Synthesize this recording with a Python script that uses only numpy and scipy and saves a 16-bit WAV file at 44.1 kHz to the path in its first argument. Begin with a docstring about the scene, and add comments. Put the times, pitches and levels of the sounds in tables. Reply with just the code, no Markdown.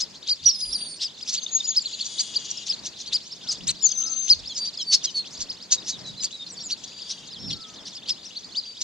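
"""A blackbird on a fence post in open grassland sings two phrases: thin whistles, short slurs and a long
hissing buzz; a second singer joins. Whistles and slurs are fluttering tones, buzzes are pulses in a throat.
A flock chirps and rasps all around: near birds are placed call by call, farther ones scatter at random.
Under them lie a low far rumble, puffs of wind and thin hiss, all filtered noise, and a faint distant caller.
A stereo microphone hears it all, with a faint diffuse echo of the birds from grass and bushes."""
import sys
import numpy as np
from scipy import signal
from scipy.fft import rfft, irfft, next_fast_len
from scipy.io import wavfile
from scipy.ndimage import map_coordinates

SR = 44100
rng = np.random.default_rng(int(sys.argv[2]) if len(sys.argv) > 2 else 0)


def transcribe(signal):
    """Save signal, clipped to [-1, 1], as a 16-bit WAV file at the path in sys.argv[1]."""
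    frames = np.atleast_2d(signal).T
    limited = np.clip(frames, -1, 1)
    pcm = np.round(limited * 32767).astype(np.int16)
    wavfile.write(sys.argv[1], SR, pcm)


N = 389403

# loudness of the farther flock, before each layer's own offset: (time [s], level [dB])
FAR_FLOCK_LEVEL = [(0, -40), (.4, -38.5), (.7, -35), (1.14, -40), (1.35, -34.5), (2.9, -37), (5, -36.5),
                   (5.6, -38.5), (6.6, -38), (7.7, -40), (8.83, -38.5)]
# colour of the hiss in a hoarse call: (frequency [Hz], level [dB])
HOARSE_HISS = [(600, -27), (1600, -16.5), (3000, -4.5), (6500, -4), (8000, -8), (10300, -18), (11600, -51)]
BUZZ_EDGE_S = 0.044  # attack and release of a buzz, outside its stated length


def amp(db):
    """Decibels to gain."""
    return 10 ** (np.asarray(db) / 20)


def unit(x):
    """Scale to rms 1."""
    return x / np.sqrt(np.mean(np.abs(x) ** 2) + 1e-20)


def along(points, hz):
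    """Read (Hz, value) points at hz, straight lines on a log frequency axis."""
    f, v = np.transpose(points)
    return np.interp(np.log(hz + 1), np.log(f + 1), v)


def whole(rows):
    """A level curve over the whole scene."""
    return np.interp(np.arange(N) / SR, *np.transpose(rows))


def wobble(rate, n):
    """A smooth random curve of n samples, with rate knots a second."""
    knots = rng.standard_normal(int(n * rate / SR) + 4)
    return map_coordinates(knots, [np.arange(n) * rate / SR], order=2, mode="nearest")


def filtered(x, response):
    """x times a response of frequency."""
    n = x.shape[-1]
    m = next_fast_len(n + 1024)
    return irfft(rfft(x, m) * response(np.fft.rfftfreq(m, 1 / SR)), m)[..., :n]


def noise(spectrum, shape):
    """Coloured noise of rms 1."""
    white = rng.standard_normal(shape)
    return unit(filtered(white, lambda hz: amp(along(spectrum, hz))))


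def spread(pair, side_db):
    """Two unrelated signals as the middle and sides of a wide sound."""
    return pair[0] + amp(side_db) * np.array([pair[1], -pair[1]])


def cycles(hz):
    """Running phase [rad] of a pitch curve."""
    return 2 * np.pi * np.cumsum(hz) / SR


def edges(t, attack_s, release_s):
    """Attack, hold and release over the times t."""
    return np.clip(t / attack_s, 0, 1) * np.clip((t[-1] - t) / release_s, 0, 1)


def add(out, s, x, pan_db=0, lag=0):
    """Mix mono x in from time s, pan_db louder at the left port, which hears it lag samples later."""
    start = round(s * SR)
    for port, i, db in zip(out, (start + lag, start), (pan_db / 2, -pan_db / 2)):
        part = x[max(-i, 0):max(N - i, 0)]
        port[max(i, 0):max(i, 0) + len(part)] += amp(db) * part


def grassland(air_db=-66):
    """Noise of the open field: far rumble, thin air hiss and puffs of wind; a distant caller gives slurs."""
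    # colour of the rumble: (frequency [Hz], level [dB])
    rumble_colour = [(15, -33.5), (25, -26.5), (54, -10), (75, -10), (115, -5.5), (195, 1), (370, -5.5),
                     (666, -8.5), (757, -11), (1030, -10.5), (1150, -14), (2000, -14.5), (2600, -23.5),
                     (4400, -120)]
    # loudness of the rumble: (time [s], level [dB])
    rumble_level = [(0.0, -54.5), (5.11, -53), (8.48, -53.5), (8.83, -58.5)]
    # puffs of wind: (middle [s], Gaussian half length [s], level less 4 dB [dB], centre [Hz])
    puff_rows = [(0.456, 0.029, -59.5, 133), (.7, 0.036, -59.5, 79.5), (3.677, 0.051, -52.5, 177.5),
                 (4.396, 0.0675, -61, 81.5), (5.417, 0.028, -61, 68.7), (6.08, 0.11, -59.5, 197),
                 (7.489, 0.061, -48, 195)]
    # distant caller: (start [s], length [s], first pitch [Hz], last pitch [Hz], level [dB])
    caller_rows = [(3.423, 0.127, 1600, 1150, -55.5), (3.974, 0.22, 1346, 1294, -52.5),
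                   (7.501, 0.29, 1370, 1224, -55)]
    rumble = spread(noise(rumble_colour, (2, N)), side_db=-7.0)
    rumble *= amp([[1], [-1]])  # the left port hears it 2 dB louder than the right
    out = amp(whole(rumble_level) + 1.76 * wobble(9.3, N)) * rumble
    out += amp(air_db) * noise([(1000, -16), (15000, -11.5)], (2, N))
    for s, half, db, hz in puff_rows:
        u = np.arange(-3 * half, 3 * half, 1 / SR) / half
        colour = [(hz / 6, -18), (hz / 2, -5), (hz, 0), (hz * 1.73, -14), (hz * 8, -40), (hz * 30, -80)]
        for pan_db in (12, -16):  # each microphone port is buffeted on its own
            puff = noise(colour, len(u))
            add(out, s - 3 * half, amp(db + 4) * np.exp(-u * u / 2) * puff, pan_db)
    for s, length, first_hz, last_hz, db in caller_rows:
        add(out, s, amp(db) * slur(length, first_hz, last_hz, octave_db=-18, rough=0.13))
    return out


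def pulses(rate, jitter):
    """An uneven pulse train: for each sample, its pulse's number, its age in s and a smooth gate."""
    turns = cycles(rate * np.exp(jitter * wobble(700, len(rate)))) / (2 * np.pi)
    gate = unit(np.sin(np.pi * (turns % 1) ** 0.61) ** 2)
    return turns.astype(int), turns % 1 / rate, gate


def rasp(hz, half, rate_hz=470, jitter=.3, beat=0.9, scatter_db=3, chaos=0.0777, climb=.06,
         lower_db=-5, grows_db=4, hiss_db=-14):
    """Two climbing voices that lurch in pitch and beat unevenly, the lower one gaining towards the end."""
    # the upper and the lower voice: (share of the rasp's pitch [ratio])
    voice_shares = (1.07, .76)
    u = np.linspace(-4, 4, int(8 * half * SR))
    n = len(u)
    swell = 1 / np.cosh(.8 * u)
    voices = []
    for share in voice_shares:
        gate = pulses(np.full(n, rate_hz), jitter)[2]
        pitch = hz * share * (1 + climb * np.tanh(u) + chaos * wobble(650, n))
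        strength = (1 - beat + beat * gate) * amp(scatter_db * np.minimum(wobble(450, n), 1))
        voices.append(unit(strength * np.sin(cycles(pitch))))
    tone = voices[0] + amp(lower_db + grows_db * np.minimum(u, 1)) * voices[1]
    hiss = amp(hiss_db) * noise(HOARSE_HISS, n) / np.sqrt(swell)
    return swell ** 2 * (tone + hiss)


def arch(top_hz, rise_s, fall_s, rise_db, fall_db, climb, drop):
    """The path of a chirp, its top in the middle: progress (-1 start, 0 top, 1 end), pitch and gain."""
    reach = 1.2  # the flanks run on past progress 1 to silence here
    n = int(max(rise_s, fall_s) * SR * reach)
    t = np.arange(-n, n) / SR
    u = np.minimum(np.where(t < 0, -t / rise_s, t / fall_s), reach)
    hz = top_hz * (1 - np.where(t < 0, climb, drop) * u ** 1.3)
    gain = amp(np.where(t < 0, rise_db, fall_db) * u) * (1 - (u / reach) ** 4)
    return np.sign(t) * u, hz, gain


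def chirp(top_hz, rough, rise_s, fall_s, hiss_db=-17, shiver=0.078, clear_share=.2):
    """One rounded arch: the voice splits to half its pitch on the hoarse rise and clears at the top."""
    # partials of the split voice: (multiple of the pitch [ratio], level at hoarseness 1 [dB])
    split_partials = [(.5, -25.5), (1.5, -7.5), (2, -18)]
    u, hz, gain = arch(top_hz, rise_s, fall_s, rise_db=-13, fall_db=-5, climb=.38, drop=.165)
    n = len(u)
    hoarse = abs(rough) * (clear_share + (1 - np.tanh(4 * u + 1)) / 2)
    phase = cycles(hz * (1 + shiver * hoarse * wobble(1100, n) + .018 * wobble(170, n)))
    split = sum(amp(db) * np.sin(k * phase) for k, db in split_partials)
    shake = amp(9.2 * hoarse * np.minimum(wobble(600, n), 1) + 2.1 * wobble(214, n))
    tone = np.sqrt(2) * shake * (np.sin(phase) + hoarse * split)
    return gain * (tone + amp(hiss_db) * abs(rough) * noise(HOARSE_HISS, n))


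def squeal(top_hz, rise_s, fall_s, octave_db=-4, hiss_db=-10):
    """A steep, gritty arch whose octave stands out on both flanks."""
    u, hz, gain = arch(top_hz, rise_s, fall_s, rise_db=-0.5, fall_db=-3, climb=0.37, drop=0.31)
    n = len(u)
    phase = cycles(hz * (1 + 0.032 * wobble(1400, n)))
    top = np.exp(-5 * u * u)
    tone = (top + 0.05) * np.sin(phase) + amp(octave_db) * (1.2 - top) * np.sin(2 * phase)
    grit = amp(2.7 * np.minimum(wobble(600, n), 1))
    return gain * (np.sqrt(2) * tone * grit + amp(hiss_db) * noise(HOARSE_HISS, n))


def placed(s, call, pan_db):
    """Centre a flock bird's call on time s; the left port hears it up to two samples late, at random."""
    return s - len(call) / SR / 2, call, pan_db, int(rng.choice([0, 1, 2, 2]))


def near_flock(onset_db=-6, onset_lead_s=0.019, onset_half_s=.006):
    """The nearest small birds: a rough chirp opens with a quick rising rasp, and some rasps come alone."""
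    # arched chirps: (top [s], level [dB], top pitch [Hz], roughness [0-1], rise [s], fall [s],
    # left over right [dB])
    chirp_rows = [(0.026, -25.5, 5320, 0.5, 0.026, 0.018, 4), (0.294, -21.5, 5030, 0.38, 0.022, 0.012, 3.5),
                  (0.313, -16.5, 5004, 0.37, 0.022, 0.0231, 1.5),
                  (0.458, -23.5, 4970, 0.32, 0.014, 0.02, 2), (0.502, -22, 4920, 0.48, 0.021, 0.014, 1),
                  (0.552, -34.5, 4930, 0.2, 0.016, 0.014, 7), (0.626, -26.5, 5190, 0, 0.02, 0.021, 6),
                  (0.733, -26, 5540, 0, 0.022, 0.029, -4), (0.753, -27, 4890, 0.03, 0.016, 0.02, 5),
                  (0.826, -29, 4950, 0.15, 0.02, 0.014, 6), (1.05, -27, 5240, 0.53, 0.05, 0.026, 2),
                  (1.231, -31, 5030, 0.57, 0.022, 0.0096, 3),
                  (1.384, -25.5, 4680, 0.49, 0.032, 0.0114, -0.5),
                  (1.655, -27, 5128, 0.31, 0.031, 0.0127, 2), (1.698, -32.5, 5115, 0.1, 0.012, 0.02, 3),
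                  (1.773, -14, 5325, 0.13, 0.016, 0.022, 1), (1.81, -32, 4960, 0.05, 0.016, 0.021, 1),
                  (1.86, -26, 4510, 0.2, 0.016, 0.015, 1), (1.941, -29, 4587, 0.26, 0.025, 0.013, 0.72),
                  (2.013, -22.5, 4610, 0.4, 0.016, 0.018, 1.5), (2.201, -20, 4860, 0.2, 0.024, 0.016, 3.5),
                  (2.366, -18, 4860, 0.22, 0.017, 0.013, 1.6), (2.575, -34, 5480, 0.3, 0.014, 0.016, 5),
                  (2.701, -21, 5310, 0.28, 0.018, 0.023, 2.5),
                  (2.737, -26.5, 4450, 0.65, 0.019, 0.013, 0.5), (2.795, -38.5, 4590, 0.1, 0.022, 0.012, 2),
                  (3.082, -32, 4740, 0.7, 0.02, 0.016, 1), (3.323, -33, 5460, 0.15, 0.019, 0.019, -3),
                  (3.152, -17.5, 5065, 0.62, 0.031, 0.02, 2), (3.494, -22, 5200, 0.25, 0.02, 0.023, 1.5),
                  (3.817, -33, 5370, 0, 0.016, 0.029, 0.9), (3.867, -32.5, 4770, 0.07, 0.018, 0.02, 0),
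                  (3.911, -29.5, 5180, 0.07, 0.022, 0.023, 0.75), (4.074, -29, 5310, 0.17, 0.025, 0.017, 2),
                  (4.304, -7, 5096, 0.16, 0.013, 0.031, 1.8), (4.68, -27.5, 5120, 0.2, 0.014, 0.018, 1),
                  (4.824, -28, 5620, 0.18, 0.022, 0.016, 0), (4.952, -13.5, 5456, 0.5, 0.022, 0.0075, 2),
                  (5.057, -23.5, 5187, 0.08, 0.015, 0.0064, 0),
                  (5.425, -26.5, 5090, 0.4, 0.02, 0.0071, 6.5), (5.503, -27.5, 5220, 0, 0.016, 0.017, 1),
                  (6.207, -29, 5220, 0.1, 0.01, 0.021, 2.9), (6.25, -21.5, 4970, 0, 0.018, 0.0128, 0.93),
                  (6.73, -23.5, 4760, 0.45, 0.026, 0.012, 0.3),
                  (7.021, -34.5, 5080, 0.08, 0.016, 0.0144, 3), (7.533, -27, 4530, 0.66, 0.018, 0.015, 1.5),
                  (7.959, -34, 5200, 0.17, 0.012, 0.024, 2.5), (8.107, -23.5, 5240, 0.37, 0.014, 0.023, 3),
                  (8.258, -39, 5910, 0.3, 0.02, 0.032, 4), (8.373, -29.5, 4630, 0.2, 0.02, 0.013, 2),
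                  (8.583, -21, 5010, 0.19, 0.032, 0.017, 2.5)]
    # harsh chips: (middle [s], level [dB], pitch [Hz], half length [s], left over right [dB])
    rasp_rows = [(0.008, -23.5, 5370, 0.0064, 2), (0.605, -36, 5400, 0.012, 4),
                 (1.027, -26, 4820, 0.013, 0.2), (1.294, -25.5, 5400, 0.01182, -0.23),
                 (1.342, -24.5, 5710, 0.012, 1), (2.063, -29, 5610, 0.0089, 0.7),
                 (2.206, -21.5, 5940, 0.0093, 0), (2.457, -35.5, 5930, 0.0088, 2),
                 (2.508, -32.5, 5980, 0.01, 0.3), (2.673, -31, 5420, 0.0082, 3),
                 (2.865, -29.5, 5450, 0.011, 1.5), (3.009, -36.5, 5730, 0.015, 2),
                 (3.521, -26.5, 5830, 0.011, -1), (4.582, -28, 5870, 0.01118, -0.54),
                 (4.66, -33.5, 5440, 0.0093, 0), (4.938, -14.5, 5445, 0.01054, 0),
                 (5.049, -20.5, 5780, 0.0065, -1), (5.341, -40, 5880, 0.016, 0),
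                 (5.173, -37.5, 5900, 0.012, 0), (5.414, -28.5, 6060, 0.011, -2),
                 (5.725, -14.5, 5840, 0.0065, 0.5), (5.738, -19, 5883, 0.0096, 1.5),
                 (5.895, -26, 5760, 0.017, 0), (6.241, -22.5, 6450, 0.0096, 1),
                 (6.712, -30, 5320, 0.011, -0.5), (6.844, -32.5, 5550, 0.005, 3.2),
                 (7.11, -27.5, 5220, 0.011, 1), (7.512, -29, 4540, 0.0055, 2),
                 (7.876, -35, 5080, 0.0109, 0.3), (8.096, -24, 4630, 0.00836, 0),
                 (8.82, -25, 5580, 0.0071, 0.5)]
    # one squeal: (top [s], level [dB], top pitch [Hz], rise [s], fall [s], left over right [dB])
    squeal_row = (3.696, -19, 4300, .023, .02, 2.5)
    out = np.zeros((2, N))
    for s, db, hz, rough, rise_s, fall_s, pan_db in chirp_rows:
        add(out, *placed(s, amp(db) * chirp(hz, rough, rise_s, fall_s), pan_db))
        if rough > 0:
            onset = rasp(hz, onset_half_s, chaos=.035, climb=0.34, lower_db=-6, grows_db=1)
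            add(out, *placed(s - onset_lead_s, amp(db + onset_db) * rough * onset, pan_db))
    for s, db, hz, half, pan_db in rasp_rows:
        add(out, *placed(s, amp(db) * rasp(hz, half), pan_db))
    s, db, *shape, pan_db = squeal_row
    add(out, *placed(s, amp(db) * squeal(*shape), pan_db))
    return out


def far_chirp(top_hz, rise_s, fall_s, lean_db, split_db=-12, shiver=0.023, flutter_db=3):
    """A distant chirp that leans to one flank; a second voice a fifth higher joins its rise."""
    u, hz, gain = arch(top_hz, rise_s, fall_s, rise_db=-5, fall_db=-6, climb=.29, drop=.18)
    n = len(u)
    phase = cycles(hz * (1 + shiver * wobble(500, n)))
    fifth = (1 - np.tanh(3 * u)) / 2 * np.sin(1.5 * phase)
    tone = np.sin(phase) + amp(split_db) * fifth
    return unit(gain * amp(lean_db * u + flutter_db * wobble(300, n)) * tone)


def far_flock(count=850, chirp_db=-11.5, top_hz=4550, blur_db=-17):
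    """Many birds farther off chirp at random and overlap, over a faint blur of wavering coloured noise."""
    # colour of the blur: (frequency [Hz], level [dB])
    blur_colour = [(1200, -37.5), (2400, -3), (3300, -7), (4600, -1.5), (5600, -8), (6600, -1),
                   (8200, -15.5), (10000, -22.5), (11000, -54.5)]
    out, level = np.zeros((2, N)), whole(FAR_FLOCK_LEVEL)
    draws = rng.uniform(0, 1, (count, 7))
    for k, (when, place, side, pitch, rise, fall, lean) in enumerate(draws):
        s = (k + 4 * when) % count / count * (N - 1) / SR
        distance = np.sqrt(.15 + 4 * place)  # relative; level falls as one over it
        hz = top_hz * np.exp(.45 * (pitch - .5))
        call = far_chirp(hz, .008 + .016 * rise, .006 + .016 * fall, 24 * lean - 13)
        gain = amp(level[int(s * SR)] + chirp_db) / distance
        add(out, s - len(call) / SR / 2, gain * call, 0.97 + 9 * (side - .5), lag=round(2 * side))
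    blur = spread(noise(blur_colour, (2, N)), side_db=-2)
    return out + amp(level + blur_db + wobble(17, N)) * blur


def far_rasps(count=70, over_db=-8, centre_hz=5500, half_s=0.0092):
    """Farther birds rasp softly, at random."""
    out, level = np.zeros((2, N)), whole(FAR_FLOCK_LEVEL) + over_db
    for k, (when, loud, pitch, length, side) in enumerate(rng.uniform(-1, 1, (count, 5))):
        s = (k + .5 + when / 2) / count * (N - 1) / SR
        hz, half = centre_hz * np.exp(.13 * pitch), half_s * np.exp(0.52 * length)
        call = rasp(hz, half, chaos=0.059, climb=.13)
        add(out, *placed(s, amp(level[int(s * SR)] + 2.6 * loud) * call, 1.9 + 6 * side))
    return out


def whistle(hz, db, rough, quaver_hz=150, waver=0.046, quaver_db=14, drift=0.0068):
    """A long thin note that quavers as it turns rough; the beak sets how much of its octave gets out."""
    # how well the octave radiates: (frequency of the octave [Hz], level [dB])
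    beak_response = [(8500, -30), (9000, 2), (9450, -1.5), (10000, -10.5), (10500, -29), (11400, -43),
                     (14000, -66)]
    n = len(hz)
    phase = cycles(hz * (1 + waver * rough * wobble(2 * quaver_hz, n) + drift * wobble(22, n)))
    swell = np.minimum(wobble(quaver_hz, n), 1)  # rises are capped, dips are not
    quaver = amp((1.95 + quaver_db * rough) * swell)
    octave = amp(along(beak_response, 2 * hz)) * np.sin(2 * phase)
    return np.sqrt(2) * quaver * amp(db) * (np.sin(phase) + octave)


def accented(note, leap_hz, drop_s, steep, accent_db, accent_s, accent_half_s, rough, release_s):
    """A whistle that bursts out above its pitch, drops and sags; it roughens after the burst, then settles."""
    _, length, hz, sag, db, fade = note
    t = np.arange(int(length * SR)) / SR
    pitch = hz - sag * t + leap_hz / (1 + (t / drop_s) ** steep)
    accent = np.exp(-((t - accent_s) / accent_half_s) ** 4)
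    hoarse = rough * np.clip((t - accent_s) / (2 * accent_half_s), 0, 1) * (1 - t / length)
    level_db = db + fade * t + accent_db * accent
    return edges(t, 0.0078, release_s) ** 2 * whistle(pitch, level_db, hoarse)


def warble(thread_db=-50, glide=0.027, rough=0.11, lead_s=0.19):
    """One high thread of tone swells several times, sliding down through each swell."""
    # swells: (middle [s], pitch [Hz], level [dB], half length [s])
    swell_rows = [(1.435, 6330, -29, 0.0054), (1.558, 6650, -19.5, 0.012), (1.699, 6750, -22.5, 0.013),
                  (1.824, 7218, -38, 0.0029)]
    s, hz, db, half = np.transpose(swell_rows)
    t = np.arange(s[0] - lead_s, s[-1] + lead_s / 2, 1 / SR)
    u = (t - s[:, None]) / half[:, None]
    slide = (u * np.exp(-u * u / 14)).sum(0) / 2
    pitch = np.interp(t, s, hz) * (1 - glide * slide)
    strength = amp(thread_db) + amp(db) @ (1 / np.cosh(np.clip(u, -20, 20)))
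    return t[0], edges(t - t[0], .02, .02) * strength * whistle(pitch, 0, rough)


def syrinx(hz, rough, octave_db, flutter_hz=520, swing=0.24, shake_db=8):
    """A tone whose pitch and strength flutter irregularly as the membranes turn rough."""
    n = len(hz)
    phase = cycles(hz * (1 + swing * rough * np.tanh(wobble(2 * flutter_hz, n))))
    shake = np.minimum(wobble(flutter_hz, n), 1)
    strength = unit(amp(shake_db * np.sqrt(np.abs(rough)) * shake))
    return np.sqrt(2) * strength * (np.sin(phase) + amp(octave_db) * np.sin(2 * phase))


def slur(length, first_hz, last_hz, octave_db, rough=0.074, bow=1.0, late=1):
    """A gliding note that swells and fades; late above 1 delays its peak."""
    u = np.linspace(0, 1, int(length * SR))
    pitch = first_hz + (last_hz - first_hz) * u ** bow
    return np.abs(np.sin(np.pi * u ** late)) * syrinx(pitch, rough, octave_db, shake_db=9.5)


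def swoop(first_hz=5400, last_hz=3120, length_s=.105, steep=5.2, knee=0.43):
    """A note that plunges in an S-curve and trails off on its low tail."""
    u = np.linspace(0, 1, int(length_s * SR))
    pitch = last_hz + (first_hz - last_hz) * (1 - np.tanh(steep * (u - knee))) / 2
    return np.abs(np.sin(np.pi * u ** 0.927)) ** 1.9 * syrinx(pitch, 0.088, -31, shake_db=15)


def short_notes():
    """Notes of the fluttering syrinx: two-voiced motifs, runs of peeps and swoops, and single slurs."""
    # a two-voiced slur, then a held note: (start [s], held pitch [Hz], level of each slur voice [dB],
    # held level [dB], held length [s], held sag [Hz])
    motif_rows = [(4.486, 4664, -35.5, -28.5, .13, 59.6), (4.78, 4500, -31.5, -21.5, .12, 255),
                  (5.056, 4369, -35, -22.5, 0.083, 339)]
    # a run of soft, nearly flat notes: (start [s], length [s], first pitch [Hz])
    peep_rows = [(5.772, 0.0297, 3890), (5.92, 0.039, 3910), (6.041, 0.0777, 4010), (6.171, 0.063, 4100),
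                 (6.323, 0.054, 3990), (6.385, 0.068, 3767)]
    # a run of swoops that level out: (start [s], level [dB])
    swoop_rows = [(7.3, -37), (7.452, -32.5), (7.586, -39.5), (7.731, -44.5), (7.87, -46.5)]
    # single slurred notes: (start [s], length [s], first pitch [Hz], last pitch [Hz], level [dB])
    slur_rows = [(1.462, 0.00813, 3693, 3560, -23.5), (1.6, 0.016, 3760, 3600, -23),
                 (2.51, 0.0086, 5730, 5640, -23), (4.473, 0.0124, 5220, 5040, -26),
                 (4.548, 0.038, 5290, 4770, -29.5), (4.773, 0.0069, 5180, 4870, -25),
                 (6.461, 0.019, 4370, 4050, -34), (6.501, 0.015, 5950, 5630, -35.5),
                 (6.515, 0.037, 8600, 6510, -39), (6.565, 0.036, 4770, 4270, -37),
                 (6.595, 0.043, 5630, 5420, -36), (6.631, 0.036, 7860, 6750, -37),
                 (6.654, 0.033, 7260, 6560, -33), (6.802, 0.443, 4720, 4660, -44),
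                 (7.367, 0.211, 5350, 5470, -37.5), (8.616, 0.14, 4760, 4600, -39)]
    voice_s, voice_fall = 0.052, 0.852  # length, last over first pitch
    held_after_s = 0.082  # the held note follows the start of the slur
    peep_fall, peep_db = 0.96, -34.5  # last over first pitch, level
    out = np.zeros((2, N))
    for s, hz, slur_db, held_db, length, sag in motif_rows:
        for share, octave_db in zip((0.77, 0.96), (-9, -32)):  # first pitch as a share of the held one
            first_hz = share * hz
            voice = slur(voice_s, first_hz, voice_fall * first_hz, octave_db, rough=0.047, bow=1.4, late=1.15)
            add(out, s, amp(slur_db) * voice)
        held = slur(length, hz + sag / 2, hz - sag / 2, octave_db=-27.0, rough=0.047, late=1.085)
        add(out, s + held_after_s, amp(held_db) * held)
    for s, length, hz in peep_rows:
        add(out, s, amp(peep_db) * slur(length, hz, peep_fall * hz, octave_db=-30))
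    for s, db in swoop_rows:
        add(out, s, amp(db) * swoop())
    for s, length, first_hz, last_hz, db in slur_rows:
        add(out, s, amp(db) * slur(length, first_hz, last_hz, octave_db=-39.0))
    return out


def effort(length, db, rate, low_hz, peak_s, sizzle_db):
    """Over a buzz the pulses slow and the low resonance sinks; the sizzle swells once and lifts the buzz."""
    slows, sinks = 0.92, 0.81  # last over first pulse rate and resonance
    swell_s, push_db = 0.16, 3  # half length of the swell, lift of the whole buzz at its peak
    t = np.arange(int((length + 2 * BUZZ_EDGE_S) * SR)) / SR
    u = t / t[-1]
    push = np.exp(-((t - BUZZ_EDGE_S - peak_s) / swell_s) ** 2)
    gain = edges(t, BUZZ_EDGE_S, BUZZ_EDGE_S) ** 2 * amp(db + push_db * push)
    return rate * slows ** u, gain, low_hz * sinks ** u, sizzle_db - 18 * (1 - push)


def buzz(row, low_db=0, breathy=0.99, partner=1.86, partner_db=-6):
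    """Rapid, nearly even pulses ring a sinking low resonance and the upper throat, with a sizzle on top."""
    # upper resonances: (centre [Hz], width before a 1.5-fold widening [Hz], signed gain [ratio])
    throat_rows = [(4720, 140, 6), (5040, 190, -1), (6050, 110, 3.5), (6820, 400, 4.5)]
    # colour of the sizzle: (frequency [Hz], level [dB])
    sizzle_colour = [(6000, -23), (7800, -6.5), (8500, 12), (10000, -1), (10800, -48), (12000, -78)]
    rate, gain, low_hz, sizzle_db = effort(*row)
    n = len(rate)
    index, age, gate = pulses(rate * (1 + .012 * wobble(30, n)), .032)
    phase = 2 * np.pi * low_hz * age  # the ringing starts afresh with each pulse
    ringing = np.sin(phase) + amp(partner_db) * np.sin(partner * phase)
    low = unit(gate * ringing * amp(1.1 * wobble(300, n)))
    clicks = unit(np.diff(index, prepend=0))
    drive = clicks + breathy * gate * rng.standard_normal(n)

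    def throat(f):
        """Sum of the upper resonances, each passed twice."""
        return sum(g * (1j * f * w * 1.5 / (c * c - f * f + 1.5j * f * w)) ** 2 for c, w, g in throat_rows)

    upper = unit(filtered(drive, throat))
    sizzle = amp(sizzle_db) * gate * noise(sizzle_colour, n)
    return gain * (unit(upper + amp(low_db) * low) + sizzle)


def blackbirds():
    """Whistles, slurs and buzzes of the two singers."""
    # long whistles, sinking and level: (start [s], length [s], pitch [Hz], sag [Hz/s],
    # level outside the accent [dB], level slope [dB/s])
    sinking_note = (.454, .53, 5230, 1550, -29, -28.5)
    level_note = (3.819, .59, 6240, 60, -30, -3)
    # buzzes: (start after the attack [s], length [s], level before the swell [dB], first pulse rate [Hz],
    # first low resonance [Hz], time until the sizzle peaks [s], peak sizzle [dB], low over upper [dB])
    buzz_rows = [(1.873, .76, -41, 438.3, 3770, 0.323, -12, 0.7),
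                 (6.788, .5, -51, 498, 3900, 0.319, -15.5, 5)]
    out = short_notes()
    sinking = accented(sinking_note, leap_hz=587, drop_s=0.06, steep=3.0, accent_db=18.0, accent_s=0.02,
                       accent_half_s=0.029, rough=0.084, release_s=0.01)
    add(out, sinking_note[0], sinking, pan_db=-3.5)
    add(out, *warble(), pan_db=5.5, lag=1)
    level = accented(level_note, leap_hz=743, drop_s=0.04, steep=12, accent_db=16, accent_s=0.035,
                     accent_half_s=0.022, rough=0.52, release_s=0.116)
    add(out, level_note[0], level, pan_db=7)
    for s, *row, low_db in buzz_rows:
        add(out, s - BUZZ_EDGE_S, buzz(row, low_db=low_db), pan_db=4.0)
    return out


def scatter(x):
    """Grass and bushes return a faint diffuse tail: noise that dies away at its own rate in each band."""
    # decay of the tail: (frequency [Hz], time to fall 60 dB [s])
    decay_times = [(500, 0.22), (4000, 0.24), (10000, 0.095)]
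    hz, t, z = signal.stft(rng.standard_normal((2, SR // 2)), SR, nperseg=256)
    decay = amp(-60 * t / along(decay_times, hz)[:, None])
    tail = signal.istft(z * decay, SR, nperseg=256)[1]
    return signal.fftconvolve(x.mean(0)[None], tail / np.linalg.norm(tail[0]), axes=1)[:, :N]


def scene(flock_wet_db=-18, song_wet_db=-16, far_wet_db=-10):
    """All the birds, their echo (stronger for the far ones) and the open field."""
    near, far, song = near_flock(), far_flock() + far_rasps(), blackbirds()
    echo = scatter(amp(flock_wet_db) * near + amp(far_wet_db) * far + amp(song_wet_db) * song)
    return near + far + song + echo + grassland()


def record(dry):
    """The microphone dulls the top treble; nothing passes the band limit."""
    top_hz = 15750
    treble = [(10200, -0.5), (11500, -8.0), (15000, -7)]  # (frequency [Hz], level [dB])
    return filtered(dry, lambda hz: amp(along(treble, hz)) * (hz < top_hz))


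dry = scene()
out = record(dry)
transcribe(out)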